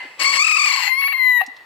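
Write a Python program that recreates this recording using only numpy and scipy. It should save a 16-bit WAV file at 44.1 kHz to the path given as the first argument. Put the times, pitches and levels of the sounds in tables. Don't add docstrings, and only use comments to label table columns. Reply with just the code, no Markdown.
import sys
import numpy as np
from scipy import signal
from scipy.fft import rfft, irfft, next_fast_len
from scipy.io import wavfile
from scipy.ndimage import map_coordinates

SR = 44100
rng = np.random.default_rng(int(sys.argv[2]) if len(sys.argv) > 2 else 0)


def inscribe(sig):
    pcm = np.round(np.clip(np.atleast_2d(sig).T, -1, 1) * 32767)
    wavfile.write(sys.argv[1], SR, pcm.astype(np.int16))


N = 72765
T = np.arange(N) / SR

# time in seconds, pitch in Hz, quaver depth in Hz,
# tone in dB, rasp in dB, timbre (0 hoarse, 1 open, 2 pure; held at these ends), left over right in dB.
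CROW_PATH = [(.188, 1295, 2.5, -52, -52, 0.08, 7), (.198, 1126, -4, -17.5, -21.5, 0.08, 13),
             (.225, 1091, 16.5, -21, -14.5, -0.5, 11.5), (.24, 1075, -15, -17.5, -19.5, 0.08, 15),
             (.252, 1107, 42, -16.5, -17.5, 0, 11), (.26, 1101, 19, -13, -27.5, -0.4, 11),
             (.32, 1107, 28, -14.5, -26, -0.5, 11.5), (.33, 1097, 8, -19, -15.5, -2, 11),
             (.37, 1099, -3, -17.5, -15.5, 0.08, 14.5), (.38, 1102, 27, -13, -26, 0, 13),
             (.415, 1169, 57, -11.5, -36, 0, 9.5), (.45, 1236, 75.5, -13, -27.5, 0.08, 14.5),
             (.54, 1242, 26.5, -13.5, -33, 0.2, 12), (.575, 1223, 95, -12.5, -25, 0.08, 15),
             (.6, 1147, 57, -12.5, -34, -0.2, 10.5), (.65, 1173, 86, -11, -26, 0.08, 12),
             (.68, 1129, 48, -12.5, -24.5, 0.1, 11.5), (.75, 1064, 69.5, -15, -26, 0, 13.5),
             (.8, 1024, 57, -19.5, -20.5, -0.9, 14.5), (.86, 1004, 4.5, -32, -18.5, 0.17, 15),
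             (.884, 1012, 0, -27, -17, 0.8, 12), (.895, 1036, -0.5, -13.5, -24, 1.5, 13.5),
             (.93, 1043, -8.5, -10, -42.5, 1.23, 41), (.96, 1064, 0, -19.5, -38.5, 0.9, 15),
             (1.0, 1108, 4, -14.5, -43.5, 0.9, 15), (1.078, 1133, 1.5, -14.5, -41, 1, 9.5),
             (1.126, 1135, 3.5, -17, -32.5, 1.46, 12.5), (1.156, 1044, -0.5, -11, -44.5, 1.8, 15),
             (1.176, 1077, 5.5, -21.5, -32.5, 1, 7), (1.2, 1033, -1, -8.5, -40.5, 2.1, 16.5),
             (1.29, 1007, -1, -6.5, -52, 2.5, 15), (1.335, 988, 0, -8.5, -50, 2.05, 16),
             (1.38, 972, 0, -4.5, -46, 1.95, 15), (1.39, 950, 0, -10.5, -41, 1.92, 22),
             (1.405, 936.7, 0.5, -10.5, -27.5, 1.85, 19), (1.418, 930, 5.5, -14.5, -20, 1.75, 15.5),
             (1.425, 968, 15.5, -27.5, -39.5, 1.2, 4.5), (1.44, 869, -7, -35, -33, 0.6, 48),
             (1.45, 888, -3, -53.5, -60.5, -1.8, 43)]
QUAVER_TOPS = [.21, .235, .257, .279, .301, .322, .345, .375, .402, .425, .449, .473, .498, .526, .549,
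               .573, .597, .621, .648, .676, .706, .742, .78, .815, .85]
# time in seconds, added rasp in dB, pitch drop in Hz, tone dip in dB.
VOICE_CRACKS = [(0.482, -17.5, 2, 2.5), (0.515, -19.5, -0.5, 1), (0.661, -23, -1.5, 10),
                (0.691, -24.5, 6.5, 14.5), (0.73, -20.5, -0.5, 13), (0.766, -24.5, -3.5, 20),
                (1.021, -20, 43.5, 5), (1.04, -20.5, 32, 3.5), (1.082, -19, 72, 7),
                (1.129, -18.5, 42.5, 3.5)]
# multiple of the pitch, relative level in dB.
HOARSE_OVERTONES = [(1, -8.5), (2, 1), (3, -20), (4, -11), (5, -14), (6, -15.5), (7, -20), (8, -40.5),
                    (9, -36)]
OPEN_OVERTONES = [(1, -15), (2, 0.5), (3, -26.5), (4, -25), (5, -29), (6, -46), (7, -54.5), (8, -50),
                  (9, -62.5), (10, -24.5), (11, -29), (12, -34), (13, -40), (14, -42)]
PURE_OVERTONES = [(1, -26), (2, -4), (3, -38), (4, -30), (5, -63), (6, -56.5), (7, -44.5), (8, -61),
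                  (9, -61.5), (10, -50.5), (11, -45.5), (12, -39.5), (13, -35), (14, -47)]
LOST_DB = -42
HOARSE_ALL = HOARSE_OVERTONES + [(k, LOST_DB) for k, _ in OPEN_OVERTONES[len(HOARSE_OVERTONES):]]
# centre in Hz, width in Hz, lift in dB.
OVERTONE_LIFTS = [(2750, 150, 4), (4400, 280, 9), (6900, 180, 7), (7750, 220, 10), (11200, 300, 8),
                  (12500, 300, 6)]
# centre in Hz, width in Hz, relative level in dB.
EARLY_THROAT = [(1033, 150, -1.5), (1940, 460, -2), (2207, 43.7, 13), (2740, 234, -0.5), (4270, 84, -2.5),
                (4650, 135, 1.5), (5440, 750, -7), (7740, 400, -3.5), (11300, 2000, -22.5),
                (13900, 1400, -33.5)]
LATE_THROAT = [(818, 104, 1.5), (1645, 360, -4), (2042, 140, 7), (2730, 170, 2.5), (4237, 65, 5),
               (4480, 270, -5.5), (6850, 390, -9), (12280, 670, -16.5)]
OPEN_THROAT = [(736.3, 74, -2), (1129, 47, 5), (1750, 240, 4.5), (2757, 68, 11), (3990, 90, -3.5),
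               (12060, 670, -5.5)]
# centre in Hz, width in Hz.
RASP_GAPS = [(9340, 1230), (9300, 3600), (8080, 9000)]
THROAT_TIMES = [.6, .8, .89, .93]
# time in seconds, pitch in Hz, peak in dB, half length in seconds.
GULP_GRUNTS = [(1.414, 1169, -22, 0.003), (1.416, 785.6, -13.5, 0.0023), (1.43, 763, -21.5, 0.0052)]
# frequency in Hz, level in dB.
RIGHT_TONE = [(300, 10), (700, 8.5), (1300, -1), (2200, 3.5), (5000, 0.5), (9000, 5), (14000, 12)]
# frequency in Hz, phase lead in radians.
LEFT_AHEAD = [(0, -4.5), (1210, 0.5), (2580, 10.5), (5000, 15), (8180, 17.5), (10700, 20), (15500, 19)]
# frequency in Hz, time to fall by 60 dB in seconds.
YARD_FADES = [(300, 0.41), (1000, 0.62), (2000, 0.77), (5000, 0.82), (12000, 0.14)]
# time in seconds, level in dB.
RUSTLE_LEVEL = [(0, -49.5), (.17, -51), (.215, -38.5), (.29, -39), (.4, -45.5), (.45, -70), (1.65, -57.5)]
# frequency in Hz, relative level in dB per Hz.
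CLOTH_TONE = [(30, -13), (110, -10), (250, -6.5), (450, 2.5), (800, -1.5), (3000, -2.5), (15000, -44.5)]
# start in seconds, pitch in Hz, level in dB before the fade.
FEATHER_PATS = [(.05, 278, -33.5), (.97, 300, -46), (1.477, 825, -31.5), (1.478, 266, -32)]
# start in seconds, centre in Hz, level in dB before the fade.
DRY_TICKS = [(0.233, 9150, -27.5), (1.463, 5500, -37), (1.565, 3820, -45)]
# centre in Hz, width in Hz, relative level in dB.
EARLIER_RING = [(1010, 30, 1), (1740, 120, 0), (2066, 65, 5.5), (2850, 360, -5.5), (4500, 340, -14),
                (807, 67, -1.5)]
# frequency in Hz, relative level in dB per Hz.
AIR_TONE = [(25, -19), (399, -18), (970, -3), (1340, -9), (1950, -33.5), (2420, -21), (8580, -30),
            (15500, -33)]

QUAVER_REF_HZ, DIP_DB, RASP_UP_DB = 60, 6, 4
CRACK_S, RECOVER_S = .0035, .016
SHAKE_RATE, SMEAR_RATE = 150, 700
SHAKE_HZ, SHAKE_DB, BLUR_DB, SMEAR_RAD = 20, 5, 1.5, .04
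BREAKUP_DB = .3
RASP_HZ = 902.2
RASP_JITTER, RASP_SIZE_DB = .2, 2
LOW_EDGE_HZ = 728
YARD_DB = -23
NEAR_DB, NEAR_T60 = -17, .043
PAT_T60, TICK_T60 = .047, .048
EARLIER_DB, EARLIER_T60 = -31, .52
EARLIER_NOTE_HZ, EARLIER_NOTE_DB = 2060, -1.5
EARLIER_GAP_HZ = 3510
AIR_DB = -55
BASS_CUT_HZ, TOP_HZ = 58, 15850


def amp(db):
    return 10 ** (np.asarray(db) / 20)


def unit(x):
    return x / np.sqrt(np.mean(x ** 2) + 1e-20)


def along(points, hz):
    f, v = np.transpose(points)
    return np.interp(np.log(hz + 1), np.log(f + 1), v)


def curves(rows):
    s, *cols = np.transpose(rows)
    return [np.interp(T, s, c) for c in cols]


def wobble(rate):
    return map_coordinates(rng.standard_normal(N // 8), [T * rate])


def filtered(x, response):
    m = next_fast_len(N + SR // 2)
    return irfft(rfft(x, m) * response(np.fft.rfftfreq(m, 1 / SR)), m)[..., :N]


def resonances(rows):
    def response(f):
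        return sum((-1) ** k * amp(db) * 1j * f * w / (c * c - f * f + 1j * f * w)
                   for k, (c, w, db) in enumerate(rows))
    return response


def notch(hz, width_hz):
    return lambda f: (hz * hz - f * f) / (hz * hz - f * f + 1j * f * width_hz)


def after(s, t60, attack):
    t = np.clip(T - s, 0, None)
    return amp(-60 * t / t60) * (1 - np.exp(-t / attack))


def hiss(spectrum, wide):
    mid, side = unit(filtered(rng.standard_normal((2, N)), lambda f: amp(along(spectrum, f))))
    return np.array([mid + wide * side, mid - wide * side])


def crow():
    hz, depth, tone_db, rasp_db, timbre, pan_db = curves(CROW_PATH)
    quaver = np.cos(2 * np.pi * np.interp(T, QUAVER_TOPS, np.arange(len(QUAVER_TOPS))))
    trough = depth / QUAVER_REF_HZ * (1 - quaver) / 2
    hz = hz + depth * quaver
    tone_db = tone_db - DIP_DB * trough
    rasp_gain = amp(rasp_db + RASP_UP_DB * trough)
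    for s, db, drop_hz, dip_db in VOICE_CRACKS:
        bump = np.exp(-.5 * ((T - s) / CRACK_S) ** 2)
        hz = hz - drop_hz * (T > s) * np.exp(-np.abs(T - s) / RECOVER_S)
        tone_db = tone_db - dip_db * bump
        rasp_gain = rasp_gain + amp(db) * bump
    rough = np.minimum(rasp_gain / amp(tone_db), 1)
    tone = np.sqrt(2) * amp(tone_db) * overtones(hz, timbre, rough)
    return tone + rasp_gain * rasp() + gulp(), pan_db


def overtones(hz, timbre, rough):
    cycles = np.cumsum(hz + SHAKE_HZ * np.sqrt(rough) * wobble(SHAKE_RATE)) / SR
    tone = 0
    for (k, hoarse), (_, opened), (_, pure) in zip(HOARSE_ALL, OPEN_OVERTONES, PURE_OVERTONES):
        db = np.interp(timbre, np.arange(3), [hoarse, opened, pure])
        db = db + sum(lift * np.exp(-.5 * ((k * hz - c) / w) ** 2) for c, w, lift in OVERTONE_LIFTS)
        db = db + BREAKUP_DB * k * np.clip(1 - timbre, 0, 1) * wobble(SHAKE_RATE)
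        db = db + rough * (SHAKE_DB * wobble(SHAKE_RATE) - BLUR_DB * k)
        smear = SMEAR_RAD * k * k * rough * wobble(SMEAR_RATE)
        tone = tone + amp(db) * np.sin(2 * np.pi * (k * cycles + rng.random()) + smear)
    return tone


def rasp():
    chance = rng.standard_normal((N // 20, 2))
    at = np.cumsum(SR / RASP_HZ * np.exp(RASP_JITTER * chance[:, 0])).astype(int)
    pulses = np.bincount(at, amp(RASP_SIZE_DB * chance[:, 1]), N)[:N]

    def low_edge(f):
        steep = (f / LOW_EDGE_HZ) ** 4
        return (1j * f / (LOW_EDGE_HZ + 1j * f)) ** 2 * steep / (1 + steep)

    shape = np.interp(T, THROAT_TIMES, [.074, .62, 1, 2])
    throats = (EARLY_THROAT, LATE_THROAT, OPEN_THROAT)
    total = 0
    for k, (rows, gap) in enumerate(zip(throats, RASP_GAPS)):
        sound = filtered(pulses, lambda f: resonances(rows)(f) * notch(*gap)(f) * low_edge(f))
        share = np.sqrt(np.clip(1 - np.abs(shape - k), 0, 1))
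        total = total + share * unit(sound)
    return total


def gulp():
    return sum(amp(db) * np.exp(-.5 * ((T - s) / half) ** 2) * np.sin(2 * np.pi * hz * T)
               for s, hz, db, half in GULP_GRUNTS)


def echo(x, decay):
    hz, t, z = signal.stft(rng.standard_normal((2, SR)), SR, nperseg=256)
    fade = amp(-60 * t / along(decay, hz)[:, None])
    tail = signal.istft(z * fade, SR, nperseg=256)[1]
    delayed = np.pad(x, (300, 0))[None]
    return signal.fftconvolve(delayed, tail / np.linalg.norm(tail[0]), axes=1)[:, :N]


def jacket_rustle():
    return amp(curves(RUSTLE_LEVEL)[0] + 3.8 * wobble(28.85)) * hiss(CLOTH_TONE, wide=.084)


def feather_pats():
    return sum(amp(db) * after(s, PAT_T60, .0047) * np.sin(2 * np.pi * hz * (T - s))
               for s, hz, db in FEATHER_PATS)


def dry_ticks():
    total = 0
    for s, hz, db in DRY_TICKS:
        noise = filtered(rng.standard_normal(N), lambda f: resonances([(hz, .6 * hz, 0)])(f) ** 2)
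        total = total + amp(db) * unit(noise) * after(s, TICK_T60, .00032)
    return total


def earlier_call():
    def colour(f):
        slope = f / (f + 2000) / (1 + (f / 6000) ** 2)
        return resonances(EARLIER_RING)(f) * notch(EARLIER_GAP_HZ, 1500)(f) * slope

    ring = unit(filtered(rng.standard_normal((2, N)), colour))
    note = amp(EARLIER_NOTE_DB + 1.5 * wobble(49)) * np.sin(2 * np.pi * EARLIER_NOTE_HZ * T)
    return amp(EARLIER_DB - 60 * T / EARLIER_T60) * (ring + .18 * ring[::-1] + note)


def air():
    return amp(AIR_DB) * hiss(AIR_TONE, wide=.3)


def scene():
    voice, pan_db = crow()
    right = filtered(voice * amp(-pan_db),
                     lambda f: amp(along(RIGHT_TONE, f)) * np.exp(-1j * along(LEFT_AHEAD, f)))
    room = amp(YARD_DB) * echo(voice, YARD_FADES) + amp(NEAR_DB) * echo(voice, [(100, NEAR_T60)])
    handling = jacket_rustle() + feather_pats() + dry_ticks()
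    return np.array([voice, right]) + room + handling + earlier_call() + air()


def record(dry):
    return filtered(dry, lambda hz: (hz < TOP_HZ) * hz ** 2 / (hz ** 2 + BASS_CUT_HZ ** 2))


dry = scene()
out = record(dry)
inscribe(out)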